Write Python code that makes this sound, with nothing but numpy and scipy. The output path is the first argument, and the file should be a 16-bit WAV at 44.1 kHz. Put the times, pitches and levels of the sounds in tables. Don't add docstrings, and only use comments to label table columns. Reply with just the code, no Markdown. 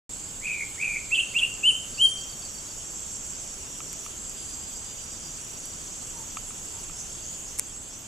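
import sys
import numpy as np
from scipy import signal
from scipy.io import wavfile

SR = 44100
rng = np.random.default_rng(int(sys.argv[2]) if len(sys.argv) > 2 else 0)


def wav_out(sig):
    wavfile.write(sys.argv[1], SR, np.round(np.clip(np.atleast_2d(sig).T, -1, 1) * 32767).astype(np.int16))


N = 356283
TIME = np.arange(N) / SR

# f/Hz, side minus mid/dB
FIELD_WIDTH = [(60, -14), (92, -9.5), (140, -7.5), (210, -9.5), (330, -4), (500, -3.5), (770, -2.5),
               (1170, -3), (1790, -2), (2740, -0.5), (4180, -4), (6390, -8.5), (9770, 0), (14900, 0)]
# f/Hz, left minus right/dB
FIELD_BALANCE = [(60, -1.5), (700, -1), (1200, 0), (2000, 0), (2900, -1), (3300, 3.5), (3900, -0.5),
                 (5500, -1.5), (7700, -3.5), (8500, -1), (9600, 4.5), (11500, 0)]
# t/s, low band level/dB, high band level/dB
CHORUS_LEVELS = [(.1, -49, -39), (1.099, -45.5, -41), (1.9, -46, -40), (2.601, -45.5, -42),
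                 (3.8, -44, -42.5), (5.2, -44, -43.5), (6.8, -45.5, -40.5), (7.55, -43, -45),
                 (7.75, -56, -41), (8.1, -44.5, -48.5)]
# f/Hz, bandwidth/Hz, relative level/dB
LOW_TYMBALS = [(6552, 175, -3), (7080, 820, -3)]
HIGH_TYMBALS = [(7240, 720, -3.5), (7650, 340, 0.5)]
# f/Hz, relative density/dB
AIR_SPECTRUM = [(12, -39), (20, 5.5), (38, -3.5), (54, -8), (71, -3.5), (136, -6.5), (531, -13), (576, -15),
                (736, -16.5), (1270, -15.5), (1440, -31), (2040, -21.5), (2600, -6), (3380, -36),
                (5720, -120)]
HISS_SPECTRUM = [(2000, -19), (2700, -7), (3400, -5.5), (3950, -15.5), (4650, -5.5), (5200, -8.5),
                 (6300, -4), (8000, -2), (8700, -8.5), (9600, -6), (10800, -14), (12500, -18), (14300, -12)]
# start/s, end/s, f/Hz, bandwidth/Hz, level/dB, pulse rate/Hz, modulation depth (0-1)
INSECT_NOTES = [(1.85, 4.15, 5710, 130, -49.7, 8, .1), (3.6, 5.1, 5920, 70, -54, 8, .1),
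                (4.9, 6.45, 5840, 90, -49.5, 30, .5), (6.3, 7.25, 5590, 90, -56.5, 8, .2),
                (0, 8.1, 6705, 25, -54, 8, .1), (4.25, 5.42, 4860, 140, -54, 8.2, .6),
                (2.78, 3.52, 7530, 240, -41.5, 8, .1), (4.15, 4.92, 7570, 300, -42.5, 8, .1),
                (5.7, 8.1, 6420, 60, -53, 8, .1), (1.9, 3.7, 6360, 110, -52, 8, .1)]
# t/s, length/s, f/Hz, scoop/Hz,
# scoop time/s, sag/(Hz/s), final drop/Hz, attack/s, early level/dB, late level/dB, quaver (0-1)
BIRD_NOTES = [(0.406, 0.24, 2475, 700, 0.066, 1300, 60, 0.068, -31.5, -29, 0.75),
              (0.774, 0.22, 2468, 698, .058, 1100, 60, 0.056, -27, -27, 0.7),
              (1.104, 0.081, 2710, 850, 0.027, 0, 150, 0.029, -22, -20, 0.11),
              (1.172, .068, 2815, 402, 0.033, 1200, 80, 0.014, -18.5, -23.5, .4),
              (1.336, .086, 2780, 906, .036, 0, 150, 0.039, -19.5, -20.5, 0.3),
              (1.416, .066, 2816, 422, 0.0263, 801, 80, 0.011, -17.5, -29, 0.56),
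              (1.625, 0.087, 3114, 720, 0.066, 0, 480, 0.019, -24.5, -9.5, 0.13),
              (1.975, .100, 3190, 667, .066, 0, 110.8, 0.071, -15.5, -10.5, 0.07)]
# t/s, length/s, jump/Hz
VOICE_CRACKS = [(0.468, 0.014, 196.5), (0.527, 0.016, 178), (0.605, 0.011, -110), (0.823, 0.01, 152.5),
                (0.848, 0.016, 155), (.961, 0.0086, -120), (1.15, .028, 560), (1.2, 0.0071, 400),
                (1.387, .028, 523)]
# t/s, left minus right/dB
HEAD_TURNS = [(.6, -.3), (1.35, -2), (1.68, 1.6), (2.05, 1)]
# delay/s, left level/dB, right level/dB
REFLECTIONS = [(.0071, -17, -14), (.0205, -17, -18), (.058, -20, -18)]
# t/s, level/dB
TICK_HITS = [(3.804, -36.5), (4.0625, -38), (6.3703, -30), (6.5061, -40.5), (6.896, -42)]
SNAP_HITS = [(3.93, -17.5), (4.297, -25), (5.657, -21.5), (7.581, -24), (7.5958, -4)]
# f/Hz, relative level/dB, T60/s
SNARE_MODES = [(1196, 6, 0.015), (1338, -1, 0.04), (1720, -14.5, .015), (2380, -1, .018),
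               (2700, -1.5, 0.016), (3630, -4, 0.011)]
TWIG_MODES = [(1040, -27, 0.0051), (2250, -22, 0.0076), (4000, -18, 0.0015), (5600, -14.5, 0.0036),
              (7340, -2.5, 0.0028), (8920, 2.5, 0.0012), (12100, -1, 0.00077)]
# t/s, length/s, level/dB
FALLING_NOTES = [(6.093, 0.194, -51.5), (6.70, 0.108, -52.5)]
# f/Hz at start, middle and end
FALLING_HZ = [1030, 895, 833]
# t/s, length/s, limiting f/Hz, level/dB
RISING_SLURS = [(6.944, 0.098, 6400, -40), (7.213, 0.15, 7100, -37), (7.454, 0.061, 6600, -42.5),
                (7.885, .09, 6220, -45)]


def from_db(db):
    return 10 ** (np.asarray(db) / 20)


def rms_one(x):
    return x / np.sqrt(np.mean(x ** 2) + 1e-20)


def at_hz(points, hz):
    freqs, values = np.transpose(points)
    return np.interp(np.log(hz), np.log(freqs), values)


def drift(rate_hz):
    r = np.exp(-40 * np.pi * rate_hz / SR)
    slow = signal.lfilter([1], [1, -2 * r, r * r], rng.standard_normal(N // 20 + 2002))[2000:]
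    return np.interp(np.arange(N) / 20, np.arange(len(slow)), rms_one(slow))


def gate(start, end, fade):
    return np.clip(np.minimum(TIME - start, end - TIME) / fade, 0, 1)


def ease(t, span):
    return np.maximum(1 - t / span, 0) ** 2


def late(x, delay):
    return np.interp(TIME - delay, TIME, x, left=0)


def noise_band(low, high):
    sos = signal.butter(2, [low, min(high, .45 * SR)], "band", fs=SR, output="sos")
    mid, side = signal.sosfilt(sos, rng.standard_normal((2, N)))
    hz, sides = np.sqrt(low * high), np.array([[1], [-1]])
    stereo = mid + from_db(at_hz(FIELD_WIDTH, hz)) * side * sides
    return rms_one(stereo * from_db(sides * at_hz(FIELD_BALANCE, hz) / 2))


def cicadas(resonances, throb_db):
    return rms_one(sum(noise_band(hz - width / 2, hz + width / 2) * from_db(db + throb_db * drift(31))
                       for hz, width, db in resonances))


def forest_noise(spectrum, flicker_db, bands):
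    edges = np.geomspace(max(spectrum[0][0], 15), spectrum[-1][0], bands + 1)
    out = 0
    for low, high in zip(edges, edges[1:]):
        band = noise_band(low, high) * np.sqrt(high - low)
        out += band * from_db(at_hz(spectrum, np.sqrt(low * high)) + flicker_db * drift(11.7))
    return rms_one(out)


def insects():
    out = 0
    for start, end, hz, width, db, pulse_hz, depth in INSECT_NOTES:
        pulsing = 1 + depth * np.sin(2 * np.pi * pulse_hz * (TIME - start))
        envelope = from_db(db) * gate(start, end, fade=.12) * pulsing
        out += envelope * noise_band(hz - width / 2, hz + width / 2)
    return out


def chirp_contours():
    attack_db, release_db, tiring_db = 30.5, 14, 9.5
    release_s, drop_s = .031, .029
    hz, quaver, sounding = np.zeros((3, N))
    level_db = np.full(N, -np.inf)
    for start, length, pitch, scoop, glide, sag, drop, attack, early_db, late_db, shake in BIRD_NOTES:
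        t = np.clip(TIME - start, 0, length)
        fall_hz = sag * np.maximum(t - glide, 0) + drop * ease(length - t, drop_s)
        note_hz = pitch - scoop * ease(t, glide) - fall_hz
        tiring = shake * np.sin(np.pi * (t / length) ** 2) ** 2
        edges_db = attack_db * ease(t, attack) + release_db * ease(length - t, release_s)
        note_db = early_db + (late_db - early_db) * t / length - tiring_db * tiring - edges_db
        leads = (t > 0) & (t < length) & (note_db > level_db)
        hz[leads], level_db[leads], quaver[leads] = note_hz[leads], note_db[leads], shake
        sounding = np.maximum(sounding, gate(start, start + length, fade=.002))
    return hz, level_db, quaver, sounding


def voice_cracks():
    onset_s, recover_s, overshoot, full_strain_hz = .004, .012, .1194, 563
    leap_hz, strain = 0, 0
    for start, length, jump in VOICE_CRACKS:
        end = start + length
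        stages = [start - onset_s, start, end, end + recover_s]
        leap_hz += jump * np.interp(TIME, stages, [0, 1, -overshoot, 0])
        strain += abs(jump) / full_strain_hz * gate(start - onset_s, end + onset_s, fade=onset_s)
    return leap_hz, np.clip(strain, 0, 1)


def syrinx():
    depth_hz, waver_hz, tremble_db, crack_loss_db, throb, rasp = 125, 12, 1.5, 4, .7, .18
    hz, level_db, quaver, sounding = chirp_contours()
    leap_hz, strain = voice_cracks()
    level_db -= crack_loss_db * np.maximum(strain - quaver, 0)
    quaver = np.maximum(quaver, strain)
    flutter_hz = (90 + 89.64 * strain) * (1 + .3 * drift(40))
    flutter = 2 * np.pi * np.cumsum(flutter_hz) / SR
    hz += leap_hz + quaver * (depth_hz * np.sin(flutter) + 40 * drift(146)) + waver_hz * drift(150)
    phase = 2 * np.pi * np.cumsum(hz) / SR
    amplitude = np.sqrt(2) * sounding * from_db(level_db + tremble_db * quaver * drift(99))
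    amplitude *= 1 + quaver * (throb * np.cos(flutter) + rasp * drift(370))
    return amplitude * np.sin(phase), amplitude * np.sin(3 * phase)


def scatter(x, t60, coherence):
    t, echoes_per_s = TIME[:SR], 1500
    arrivals = rng.standard_normal((2, SR)) * (rng.random((2, SR)) < echoes_per_s / SR)
    mid, side = arrivals * from_db(-60 * t / t60) * (t > .006)
    response = np.sqrt(1 + coherence) * mid + np.sqrt(1 - coherence) * side * [[1], [-1]]
    return signal.fftconvolve(x[None], rms_one(response) / np.sqrt(SR), axes=1)[:, :N]


def held_bird():
    whistle, third = syrinx()
    voice = whistle + from_db(-22.5) * third
    pan_db = np.interp(TIME, *np.transpose(HEAD_TURNS))
    direct = np.array([voice, late(voice, delay=1 / SR)]) * from_db(pan_db * [[.5], [-.5]])
    echoes = sum(late(whistle, delay) * from_db([[left], [right]]) for delay, left, right in REFLECTIONS)
    thicket = from_db(-10.5) * scatter(whistle, t60=.3, coherence=.65)
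    dulled = signal.sosfilt(signal.butter(2, 2600, fs=SR, output="sos"), whistle)
    forest = from_db(-8.3) * scatter(dulled, t60=.62, coherence=.75)
    sheen = from_db([[-18.5], [-23.5]]) * scatter(third, t60=.42, coherence=.32)
    return direct + echoes + thicket + forest + sheen


def slur(start, length, pitches):
    hz = np.interp(TIME, np.linspace(start, start + length, len(pitches)), pitches)
    return gate(start, start + length, fade=length / 4) * np.sin(2 * np.pi * np.cumsum(hz) / SR)


def chipping_bird():
    start_s, period_s, slowing_s, fade_db = 1.941, .1135, .0038, 4
    first = 0
    for k in range(7):
        onset = start_s + k * (period_s + slowing_s * (k - 1) / 2)
        first += from_db(-40.5 - fade_db * (k / 6) ** 2) * slur(onset, length=.016, pitches=[4800, 4400])
    pairs = first + late(first, delay=.029)
    return pairs + from_db(-8) * scatter(pairs, t60=.25, coherence=.6)


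def strike(hits, modes):
    at, out = [round(s * SR) for s, db in hits], np.zeros(N)
    for k, (hz, mode_db, t60) in enumerate(modes):
        impulses = np.zeros(N) + 1e-18
        impulses[at] = from_db(np.array(hits)[:, 1] + mode_db + rng.normal(0, 1, len(at)))
        r, w = from_db(-60 / (t60 * SR)), 2 * np.pi * hz / SR
        out += (-1) ** k * signal.lfilter([0, np.sin(w)], [1, -2 * r * np.cos(w), r * r], impulses)
    return out


def fingers_at_snare():
    splinters = [(SNAP_HITS[-1][0] - lead_s, -16.5) for lead_s in .009 * rng.random(4)]
    ticks = from_db(-.5) * strike(TICK_HITS, SNARE_MODES)
    snaps = strike(SNAP_HITS + splinters, TWIG_MODES)
    direct = ticks + np.array([snaps, late(snaps, delay=1 / SR)])
    return direct + from_db(-35) * scatter(ticks + snaps, t60=.2, coherence=.5)


def far_birds():
    calls = sum(from_db(db) * slur(start, length, FALLING_HZ) for start, length, db in FALLING_NOTES)
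    from_hz, glide_s = 4500, .028
    for start, length, top_hz, db in RISING_SLURS:
        pitches = top_hz + (from_hz - top_hz) * np.exp(-TIME[TIME < length] / glide_s)
        calls += from_db(db) * slur(start, length, pitches)
    return .6 * calls + scatter(calls, t60=.4, coherence=.6)


def scene():
    times, *levels = np.transpose(CHORUS_LEVELS)
    low_db, high_db = (np.interp(TIME, times, db) for db in levels)
    chorus = from_db(low_db) * cicadas(LOW_TYMBALS, throb_db=2)
    chorus += from_db(high_db) * cicadas(HIGH_TYMBALS, throb_db=1.5)
    swell_db = (low_db + high_db) / 2 - np.mean(low_db + high_db) / 2
    air = from_db(-46 + .38 * swell_db) * forest_noise(AIR_SPECTRUM, flicker_db=.83, bands=14)
    hiss = from_db(-44 + .67 * swell_db) * forest_noise(HISS_SPECTRUM, flicker_db=2.5, bands=22)
    return chorus + air + hiss + held_bird() + far_birds() + chipping_bird() + insects() + fingers_at_snare()


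def record(dry):
    start_s, cutoff_hz = .093, 14400
    return signal.sosfilt(signal.ellip(10, .1, 80, cutoff_hz, fs=SR, output="sos"), dry * (TIME > start_s))


dry = scene()
out = record(dry)
wav_out(out)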